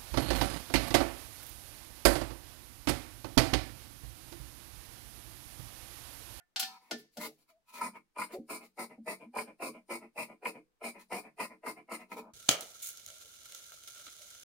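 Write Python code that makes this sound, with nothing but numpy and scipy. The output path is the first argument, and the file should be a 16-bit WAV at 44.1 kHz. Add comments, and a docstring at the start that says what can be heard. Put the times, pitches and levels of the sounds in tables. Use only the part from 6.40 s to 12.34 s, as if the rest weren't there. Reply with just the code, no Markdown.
"""Tailor's shears cutting cloth on a table

Heavy shears clink as they are picked up, are set on a table and slid under a sheet of cloth, then cut
along its edge in a small, hard-walled room, before a microphone pair. Clinks are decaying steel modes;
stick-slip snaps drive the resonances of table and blades; parting threads give a bright rasp, the
dragging handle short wavering groans. Each closing stroke crunches, each opening rubs softly."""
import sys
import numpy as np
from scipy import signal
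from scipy.fft import rfft, irfft
from scipy.io import wavfile
from scipy.ndimage import uniform_filter1d

SR = 44100
rng = np.random.default_rng(int(sys.argv[2]) if len(sys.argv) > 2 else 0)


def wav_out(sig):
    """Save sig, one row per channel (or a flat mono array), as 16-bit PCM at SR to the path in sys.argv[1]."""
    wavfile.write(sys.argv[1], SR, np.round(np.clip(np.atleast_2d(sig).T, -1, 1) * 32767).astype(np.int16))


N = 261745
TIME = np.arange(N) / SR

# Shears sliding over table and cloth. Each row: start in seconds, length in seconds, then the levels
# of table, blades and cloth in dB.
SLIDES = [(0.272, 0.1, -84, -59.5, -76), (0.411, 0.11, -83.5, -71, -74.5), (0.583, 0.012, -68, -94, -57.5),
          (0.64, 0.011, -76, -90, -85), (0.73, 0.057, -121, -104, -70.5), (0.808, 0.054, -54, -48.5, -44),
          (0.983, 0.044, -85, -87, -74.5), (1.092, 0.0064, -83.5, -67, -66.5),
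          (1.286, 0.015, -85, -63.5, -62), (1.338, 0.051, -63, -52.5, -52), (1.556, 0.0075, -75, -51, -68),
          (1.925, 0.019, -63, -60, -53.5), (2.226, 0.032, -77, -71.5, -62.5),
          (4.594, 0.024, -74, -63.5, -61), (5.6, 0.016, -92, -71, -65), (5.714, 0.021, -50.5, -53.5, -55.5),
          (5.77, 0.021, -53, -48.5, -54), (5.813, 0.079, -62, -60.5, -105)]
# Cuts: the edges touch, bite through the cloth and open again. Each row: bite in seconds, length in
# seconds, blade body in dB, blade ring in dB, touch in seconds before the bite, opening in seconds after it.
CUTS = [(1.41, 0.057, -38, -42, 0.023, 0.14), (1.783, 0.054, -40.5, -42, 0.021, 0.12),
        (2.096, 0.066, -46, -45, 0.0066, 0.11), (2.385, 0.048, -44, -43, 0.01, .12),
        (2.672, 0.053, -44, -40.5, 0.0095, 0.14), (2.958, 0.056, -45, -43, 0.018, 0.12),
        (3.217, 0.063, -44, -43, 0.018, 0.13), (3.502, 0.051, -43, -40.5, 0.011, 0.12),
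        (3.776, 0.05, -43.5, -39, 0.015, 0.12), (4.052, 0.034, -45, -42, 0.026, 0.1),
        (4.437, 0.049, -50.5, -41.5, 0.024, .115), (4.717, 0.067, -45, -41.5, 0.011, 0.13),
        (4.996, 0.047, -43.5, -40.5, .016, .11), (5.261, 0.04, -42, -44.5, 0.027, 0.11),
        (5.512, 0.037, -44, -44, 0.025, 0.089)]
# Spectrum of a steel crack and of sliding cloth. Each row: frequency in Hz, relative density in dB per Hz.
CRACK_SPECTRUM = [(100, -42), (300, -17), (540, -27.5), (750, -8), (1600, -9.5), (2800, 0), (4100, -0.5),
                  (5100, 4), (6800, -4.5), (10000, -4.5), (13000, -2), (16000, -2)]

# course of a movement: (attack s per 60 dB, sag while it lasts dB, release s per 60 dB)
SLIDE_COURSE = (0.07, 0, 0.036)
OPEN_COURSE = (0.074, 6.36, 0.1)
OPEN_S = 0.028  # length of each opening


def from_db(db):
    """Decibels to gain."""
    return 10 ** (np.asarray(db) / 20)


def at_hz(points, hz):
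    """Read a table on a log-frequency axis."""
    f, value = np.transpose(points)
    return np.interp(np.log(np.maximum(hz, 1)), np.log(f), value)


def unit(response):
    """Scale a response to energy 1 per channel, averaged over the channels."""
    return response / np.sqrt(np.mean(np.sum(response ** 2, axis=-1)) + 1e-30)


def through(x, response):
    """Play x through an impulse response."""
    return signal.fftconvolve(np.atleast_2d(x), np.atleast_2d(response), axes=-1)[:, :N]


def colour(points, size=2048):
    """Causal (minimum-phase) response with the given spectrum."""
    cepstrum = irfft(np.log(from_db(at_hz(points, np.fft.rfftfreq(size, 1 / SR)))))
    # fold the cepstrum onto positive times
    cepstrum[1:size // 2] *= 2
    cepstrum[size // 2 + 1:] = 0
    return irfft(np.exp(rfft(cepstrum)))


def strokes(starts, lengths, levels_db, course):
    """Force of a set of movements: each rises, sags while it lasts and is released."""
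    attack_s, sag_db, release_s = course
    power = np.zeros(N)
    for start, length, db in zip(*np.broadcast_arrays(starts, lengths, levels_db)):
        end = length + release_s
        near = slice(max(int((start - attack_s) * SR), 0), int((start + end) * SR))
        corners_s = [-attack_s, 0, length, end]
        shape_db = np.interp(TIME[near] - start, corners_s, [-60, 0, -sag_db, -sag_db - 60])
        power[near] += from_db(db + shape_db) ** 2
    return np.sqrt(power)


def handling(rows, course, axis):
    """Force of slides or bumps, with the levels of one column."""
    columns = np.transpose(rows)
    return strokes(columns[0], columns[1], columns[axis], course)


def cutting(touch_db, bite_db, open_db):
    """Force on one part through every cut: touch, closing stroke, opening."""
    bite_s, length, _, _, lead, reopen = np.transpose(CUTS)
    # the hand opens the blades more briskly as it gets going: 0.7 dB per second
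    growth_db = 0.7 * (bite_s - bite_s.mean())
    touch = strokes(bite_s - lead, 0.017, touch_db, (0.03, 3.8, 0.096))
    crunch = strokes(bite_s, length, bite_db, (0.022, 5, 0.077))
    opening = strokes(bite_s + reopen, OPEN_S, open_db + growth_db, OPEN_COURSE)
    return touch + crunch + opening


def grains(per_s, spread_db, even_s=.012):
    """Tiny snaps of uneven size over faint noise; their power is even over longer stretches."""
    sizes = from_db(spread_db * np.minimum(rng.exponential(1, N), 4)) * rng.choice([-1, 1], N)
    snaps = sizes * (rng.random(N) < per_s / SR) + 0.037 * rng.standard_normal(N)
    return snaps / np.sqrt(uniform_filter1d(snaps ** 2, int(even_s * SR) + 1) + 1e-9)


def taps(rows, axis, length_s):
    """One click a row, with the energy that its level has over length_s."""
    out = np.zeros(N)
    for row in rows:
        out[max(round(row[0] * SR), 0)] += from_db(row[axis]) * np.sqrt(length_s * SR)
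    return out


def struck(modes):
    """Free ringing after one blow: decaying modes of random sign; thin steel radiates no bass."""
    t = TIME[:SR // 2]
    rings = 0
    for hz, db, t60 in modes:
        decay = from_db(db - 60 * t / t60)
        rings = rings + rng.choice([-1, 1]) * decay * np.cos(2 * np.pi * hz * t)
    no_bass = signal.butter(2, modes[0][0] / 2, "high", fs=SR, output="sos")
    return unit(signal.sosfilt(no_bass, rings))


def body(force, modes, wander_db, wander_s=.1):
    """Resonances whose shares wander as the point of contact travels; dark below and above them."""
    t = TIME[:SR // 2]
    rings = []
    for k, (hz, width, db) in enumerate(modes):
        decay = from_db(db) * width * np.exp(-np.pi * width * t)
        rings.append((-1) ** k * decay * np.cos(2 * np.pi * hz * t))
    edges_hz = [modes[0][0] * 0.63, modes[-1][0] * 1.04]
    rings = signal.sosfilt(signal.butter(3, edges_hz, "band", fs=SR, output="sos"), rings)
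    knots = rng.standard_normal((len(modes), 256))
    shares = np.array([from_db(wander_db * np.interp(TIME / wander_s, np.arange(len(k)), k)) for k in knots])
    shares /= np.sqrt(np.mean(shares ** 2, axis=0))
    whole = rings.sum(axis=0)
    scale = np.linalg.norm(whole)
    return through(force * shares, rings / scale).sum(axis=0), whole / scale


def friction(force, modes, per_s, spread_db, even_s, wander_db):
    """Stick-slip snaps drive a body; the steady hand keeps its vibration near the level of the stroke."""
    shaken, response = body(force * grains(per_s, spread_db), modes, wander_db)
    steady = np.abs(through(force ** 2, response ** 2)[0])
    window = np.hanning(int(even_s * SR) + 3)
    powers = np.array([steady, shaken ** 2])
    expected, actual = np.abs(signal.fftconvolve(powers, window[None], "same", axes=-1)) + 1e-12
    return shaken * np.sqrt(expected / actual)


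def room(wet_db, early_t60, late_db):
    """Direct sound, a quick cloud of near reflections and a longer tail; width varies with frequency."""
    # Width at the microphone pair. Each row: frequency in Hz, side against mid in dB.
    side_to_mid = [(100, -0.5), (250, -8), (500, -3.5), (1200, -3), (2300, 2), (15000, -1.5)]
    # Decay of the late tail. Each row: frequency in Hz, time to fall by 60 dB in seconds.
    late_t60 = [(150, 0.78), (1000, 0.22), (4000, 0.38), (9000, 0.33), (15000, 0.32)]
    t = TIME[:SR // 2]
    hz = np.fft.rfftfreq(len(t), 1 / SR)
    mid, side = rfft(rng.standard_normal((2, len(t))))
    width = from_db(at_hz(side_to_mid, hz))
    field = (mid + width * side * [[1], [-1]]) / np.sqrt(1 + width ** 2)
    edges = [0, 500, 1500, 3500, 7000, 11000, SR]
    tail = 0
    for low, high in zip(edges, edges[1:]):
        early = from_db(-60 * t / early_t60)
        late = from_db(late_db - 60 * t / at_hz(late_t60, (low + high) / 2))
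        tail = tail + irfft(field * ((hz >= low) & (hz < high)), len(t)) * (early + late)
    response = from_db(wet_db) * unit(tail * np.clip(t / 0.0024, 0, 1))
    response[:, 0] += 1  # direct sound
    return unit(response)


def in_room(x, wet_db, early_t60, late_db, count=4):
    """The shears keep moving, so the sound crossfades round a few patterns of reflections."""
    out, travel = 0, TIME / .27  # one pattern every 0.27 s
    for k in range(count):
        away = np.abs((travel - k + count / 2) % count - count / 2)
        share = np.sqrt(np.clip(1.5 - 2 * away, 0, 1))
        out = out + through(x * share, room(wet_db, early_t60, late_db))
    return out


def hush():
    """Faint steady background: independent coloured noise on left and right."""
    # Each row: frequency in Hz, relative density in dB per Hz.
    hush_spectrum = [(20, 6), (50, -2), (120, -7), (250, -6.5), (1000, -10.5), (3000, -17), (15000, -25)]
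    return from_db(-83) * through(rng.standard_normal((2, N)), unit(colour(hush_spectrum)))


def clinks():
    """Steel meets steel: a crack, a dying chatter of the loose joint, and the ring of blades and handles."""
    # Each row: start in seconds, level in dB, top of the contact's spectrum in Hz, handle clank in dB,
    # free ring against the crack in dB.
    contacts = [(.001, -87.5, 2956, -64, -11), (0.1605, -22.5, 5420, -45, -7),
                (.1962, -23, 15000, -46.5, -7), (.203, -34, 12990, -55.5, -8.5),
                (.227, -24.5, 6000, -44, -10), (.511, -25.5, 5940, -37, -39.5),
                (0.771, -40, 12200, -51, -27)]
    # Free ringing of the steel. Each row: frequency in Hz, relative level in dB, t60 in seconds.
    steel_modes = [(764.6, -9.5, 0.41), (850, -16, .45), (1372, -14.5, 0.35), (2691, -13, 0.21),
                   (3725, -4.5, .2), (3990, -6, .17), (4200, -7, .17), (4377, 5, 0.091), (4740, -7, 0.22),
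                   (4660, -5, 0.13), (4870, 7, 0.073), (6100, -9, 0.14), (6137, -18.5, 0.29),
                   (7400, -7, 0.06), (9380, -8.5, .13)]
    # Clank of the handles. Each row: frequency in Hz, relative level in dB, t60 in seconds.
    handle_modes = [(714, -2, 0.17), (846, -10, .16), (1070, -16, .1), (1429, 7, 0.061), (1770, 1.5, 0.13),
                    (2036, 0, 0.056), (2210, -8.5, 0.057), (2760, -12.5, 0.072), (3197, -16, 0.071)]
    t, out = TIME[:SR // 2], 0
    for row in contacts:
        _, _, top_hz, _, ring_db = row
        chatter = from_db(-5) * unit(grains(per_s=640, spread_db=4)[:len(t)] * from_db(-60 * t / 0.15))
        chatter[0] += 1  # the first blow
        softness = signal.butter(2, min(top_hz, .45 * SR), fs=SR, output="sos")
        blow = through(taps([row], axis=1, length_s=0.0055), unit(chatter))
        contact = signal.sosfilt(softness, blow)
        crack = through(contact, unit(colour(CRACK_SPECTRUM)))
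        ring = from_db(ring_db) * through(contact, struck(steel_modes))
        clank = through(taps([row], axis=3, length_s=0.017), struck(handle_modes))
        out = out + crack + ring + clank
    return through(out, room(wet_db=10.5, early_t60=0.069, late_db=-16.5))


def table():
    """The table top takes up every stroke and bump through the lower blade and handle."""
    # The lower handle bumps on the table. Each row: start in seconds, length in seconds,
    # table boom in dB, table wood in dB.
    bumps = [(.197, 0.13, -64, -73), (.511, 0.037, -44.5, -38), (.772, .028, -40.5, -43),
             (.865, 0.062, -70, -58), (1.475, 0.012, -50, -54), (1.935, 0.058, -63, -47),
             (1.98, 0.032, -43, -81), (2.575, 0.019, -49, -62)]
    # How firmly the lower blade bears on the table while cutting. Each row: time in seconds, firmness in dB.
    firmness = [(1.4, -5), (1.8, -4), (2.4, 1), (3.0, 6), (3.5, 4), (3.8, 1.5), (4.05, 4.5), (4.449, 1),
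                (4.72, 2.5), (5, 0), (5.26, 0), (5.5, -1)]
    # Low and upper resonances. Each row: frequency in Hz, width in Hz, relative level in dB.
    boom_modes = [(148.4, 7.9, -10), (190, 6.7, -2.5), (232.7, 13.9, 0.5), (302.4, 36, -4), (313, 14, -0.5)]
    wood_modes = [(341.8, 17, -1), (435.8, 23, 4), (499, 74, -3.5), (555.4, 36, 0.5), (638.6, 56, 0.5),
                  (727, 110, -4), (803, 45, -1)]
    # Dull push of a stroke on the whole table. Each row: frequency in Hz, relative density in dB per Hz.
    thud_spectrum = [(20, -8), (35, -8.5), (60, -18.5), (110, -15.5), (250, -31.5), (1000, -76.5)]
    bump_course = (0.021, 15.3, .03)
    boom_follows, opening_follows = 0.33, 0.41  # share of the bearing's swing
    bearing = np.interp(np.transpose(CUTS)[0], *np.transpose(firmness))
    slide = handling(SLIDES, SLIDE_COURSE, axis=2)
    boom_force = cutting(touch_db=-67, bite_db=-49.5 + boom_follows * bearing,
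                         open_db=-58.5 + opening_follows * bearing)
    wood_force = cutting(touch_db=-49.5 + bearing, bite_db=-46.5 + bearing,
                         open_db=-56 + opening_follows * bearing)
    boom_force = boom_force + from_db(-0.5) * slide + handling(bumps, bump_course, axis=2)
    wood_force = wood_force + slide + handling(bumps, bump_course, axis=3)
    boom = friction(boom_force, boom_modes, per_s=450, spread_db=-2, even_s=0.095, wander_db=-0.5)
    wood = friction(wood_force, wood_modes, per_s=380, spread_db=8.5, even_s=0.13, wander_db=4.0)
    push = boom_force * rng.standard_normal(N)
    thud = from_db(-25.5) * through(push, unit(colour(thud_spectrum, size=8192)))
    return thud + in_room(boom + wood, wet_db=-5.5, early_t60=0.1, late_db=-23)


def blades():
    """The edges meet, grind past each other, jump now and then, and rub on opening."""
    # The edges catch hard and jump. 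Each row: time in seconds, blade body in dB, blade ring in dB.
    catches = [(1.41, -34.5, -54), (1.763, -46, -59), (1.815, -34, -36), (2.984, -38, -31.5),
               (4.054, -45, -28.5), (4.996, -39, -51), (5.264, -43, -56), (5.548, -68, -42.5),
               (5.716, -42, -39.5)]
    # Low and high blade resonances. Each row: frequency in Hz, width in Hz, relative level in dB.
    body_modes = [(865, 62, -1.5), (994, 102, 4), (1110, 86, -2.5), (1229, 68, -1.5), (1423, 64, -5),
                  (1585, 170, -15.5)]
    ring_modes = [(1780, 180, -15), (2138, 160, -2), (2351, 198, -0.5), (2537, 162, -7), (2754, 340, -18.5)]
    bite_s, _, body_db, ring_db, _, _ = np.transpose(CUTS)
    slide_s, slide_length, _, steel_db, cloth_db = np.transpose(SLIDES)
    # the ring of a slide lies part of the way from its blade level to its cloth level
    slide_ring_db = steel_db + 0.39 * (cloth_db - steel_db)
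    low_force = cutting(touch_db=-54.5, bite_db=body_db, open_db=-59)
    low_force = low_force + strokes(slide_s, slide_length, steel_db, SLIDE_COURSE)
    high_force = cutting(touch_db=-53.5, bite_db=ring_db, open_db=-55.5)
    high_force = high_force + strokes(slide_s, slide_length, slide_ring_db, SLIDE_COURSE)
    low = friction(low_force, body_modes, per_s=300, spread_db=12.0, even_s=0.041, wander_db=2.0)
    high = friction(high_force, ring_modes, per_s=300, spread_db=0.5, even_s=0.024, wander_db=5.5)
    # each cut also starts with a snap, levelled against its stroke
    snaps = list(catches) + list(zip(bite_s + 0.00291, body_db + 5.5, ring_db - 11))
    low = low + body(taps(snaps, axis=1, length_s=.005), body_modes, wander_db=2)[0]
    high = high + body(taps(snaps, axis=2, length_s=.005), ring_modes, wander_db=2)[0]
    low = in_room(low, wet_db=5.5, early_t60=0.07, late_db=-26.5)
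    return low + in_room(high, wet_db=9.0, early_t60=0.087, late_db=-32.0)


def threads():
    """Threads part one after another in a fine bright rasp at the edges; sliding cloth hisses more densely."""
    # Bright resonances of the cutting edges, driven by parting threads. Each row: frequency in Hz,
    # width in Hz, relative level in dB.
    edge_modes = [(4090, 810, -3.5), (4970, 820, 0), (7000, 1720, -7), (9000, 565, 5), (10690, 1030, -3),
                  (12200, 840, -6.5), (14700, 420, -0.5)]
    bite_s, length, _, _, _, reopen = np.transpose(CUTS)
    lag_s = 0.0051  # the threads start to part just after the bite
    force = strokes(bite_s + lag_s, length - lag_s, -46, (0.067, 1.5, 0.074))
    force = force + strokes(bite_s + reopen, OPEN_S, -74.5, OPEN_COURSE)
    cut = force * grains(per_s=500, spread_db=7.5)
    slide = handling(SLIDES, SLIDE_COURSE, axis=4) * grains(per_s=1100, spread_db=3.5)
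    rasp = body(cut + from_db(-7.0) * slide, edge_modes, wander_db=0.63)[0]
    rasp = rasp + through(slide, unit(colour(CRACK_SPECTRUM)))
    return in_room(rasp, wet_db=14.5, early_t60=0.1, late_db=-22.0)


def groans(rise_s=0.0086, t60=0.16, waver=0.047):
    """The dragging handle sticks and slips and sets one resonance singing: wavering tones that ring out."""
    # Each row: start in seconds, length in seconds, pitch in Hz, level in dB.
    tones = [(0.535, 0.018, 236.6, -45.5), (0.556, 0.05, 432.4, -57.5), (0.812, 0.032, 225, -55),
             (0.848, 0.041, 443.4, -50), (1.095, 0.073, 646, -71), (1.458, 0.079, 236.9, -58.5),
             (1.935, 0.02, 364, -43), (1.936, 0.012, 745, -49), (1.951, 0.01, 550, -44.5),
             (1.983, 0.019, 230.5, -60), (2.601, 0.018, 234.4, -48.5), (2.861, 0.03, 234, -52.5),
             (3.3, 0.015, 234, -52), (5.765, 0.042, 443, -49.5)]
    out = np.zeros(N)
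    for start, length, hz, db in tones:
        t = TIME - start
        level = np.clip(t / rise_s + .5, 0, 1) * from_db(db - 60 * np.clip(t - length, 0, 1) / t60)
        drift = np.interp(t, np.linspace(0, .2, num=20), rng.standard_normal(20))
        pitch = hz * (1 + waver * drift)
        out += np.sqrt(2) * level * np.sin(2 * np.pi * np.cumsum(pitch) / SR)
    return through(out, room(wet_db=-16.5, early_t60=0.083, late_db=-38))


def scene():
    """Shears, cloth and table a little to the left in the treble, over a faint hush."""
    # Balance of the microphone pair. Each row: frequency in Hz, left minus right in dB.
    left_right = [(200, -0.5), (700, 1.5), (1300, 0), (2400, 0.5), (4400, 1), (7500, 2.5), (9200, 4),
                  (11500, 7), (15000, 0.5)]
    background = hush()
    sound = clinks() + table() + blades() + threads() + groans()
    sides = [colour([(hz, sign * db / 2) for hz, db in left_right]) for sign in (1, -1)]
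    return through(sound, np.array(sides)) + background


def record(dry):
    """The top is cut steeply above 15.8 kHz."""
    return signal.sosfilt(signal.ellip(10, .2, 80, 15800, fs=SR, output="sos"), dry)


dry = scene()
out = record(dry)
wav_out(out)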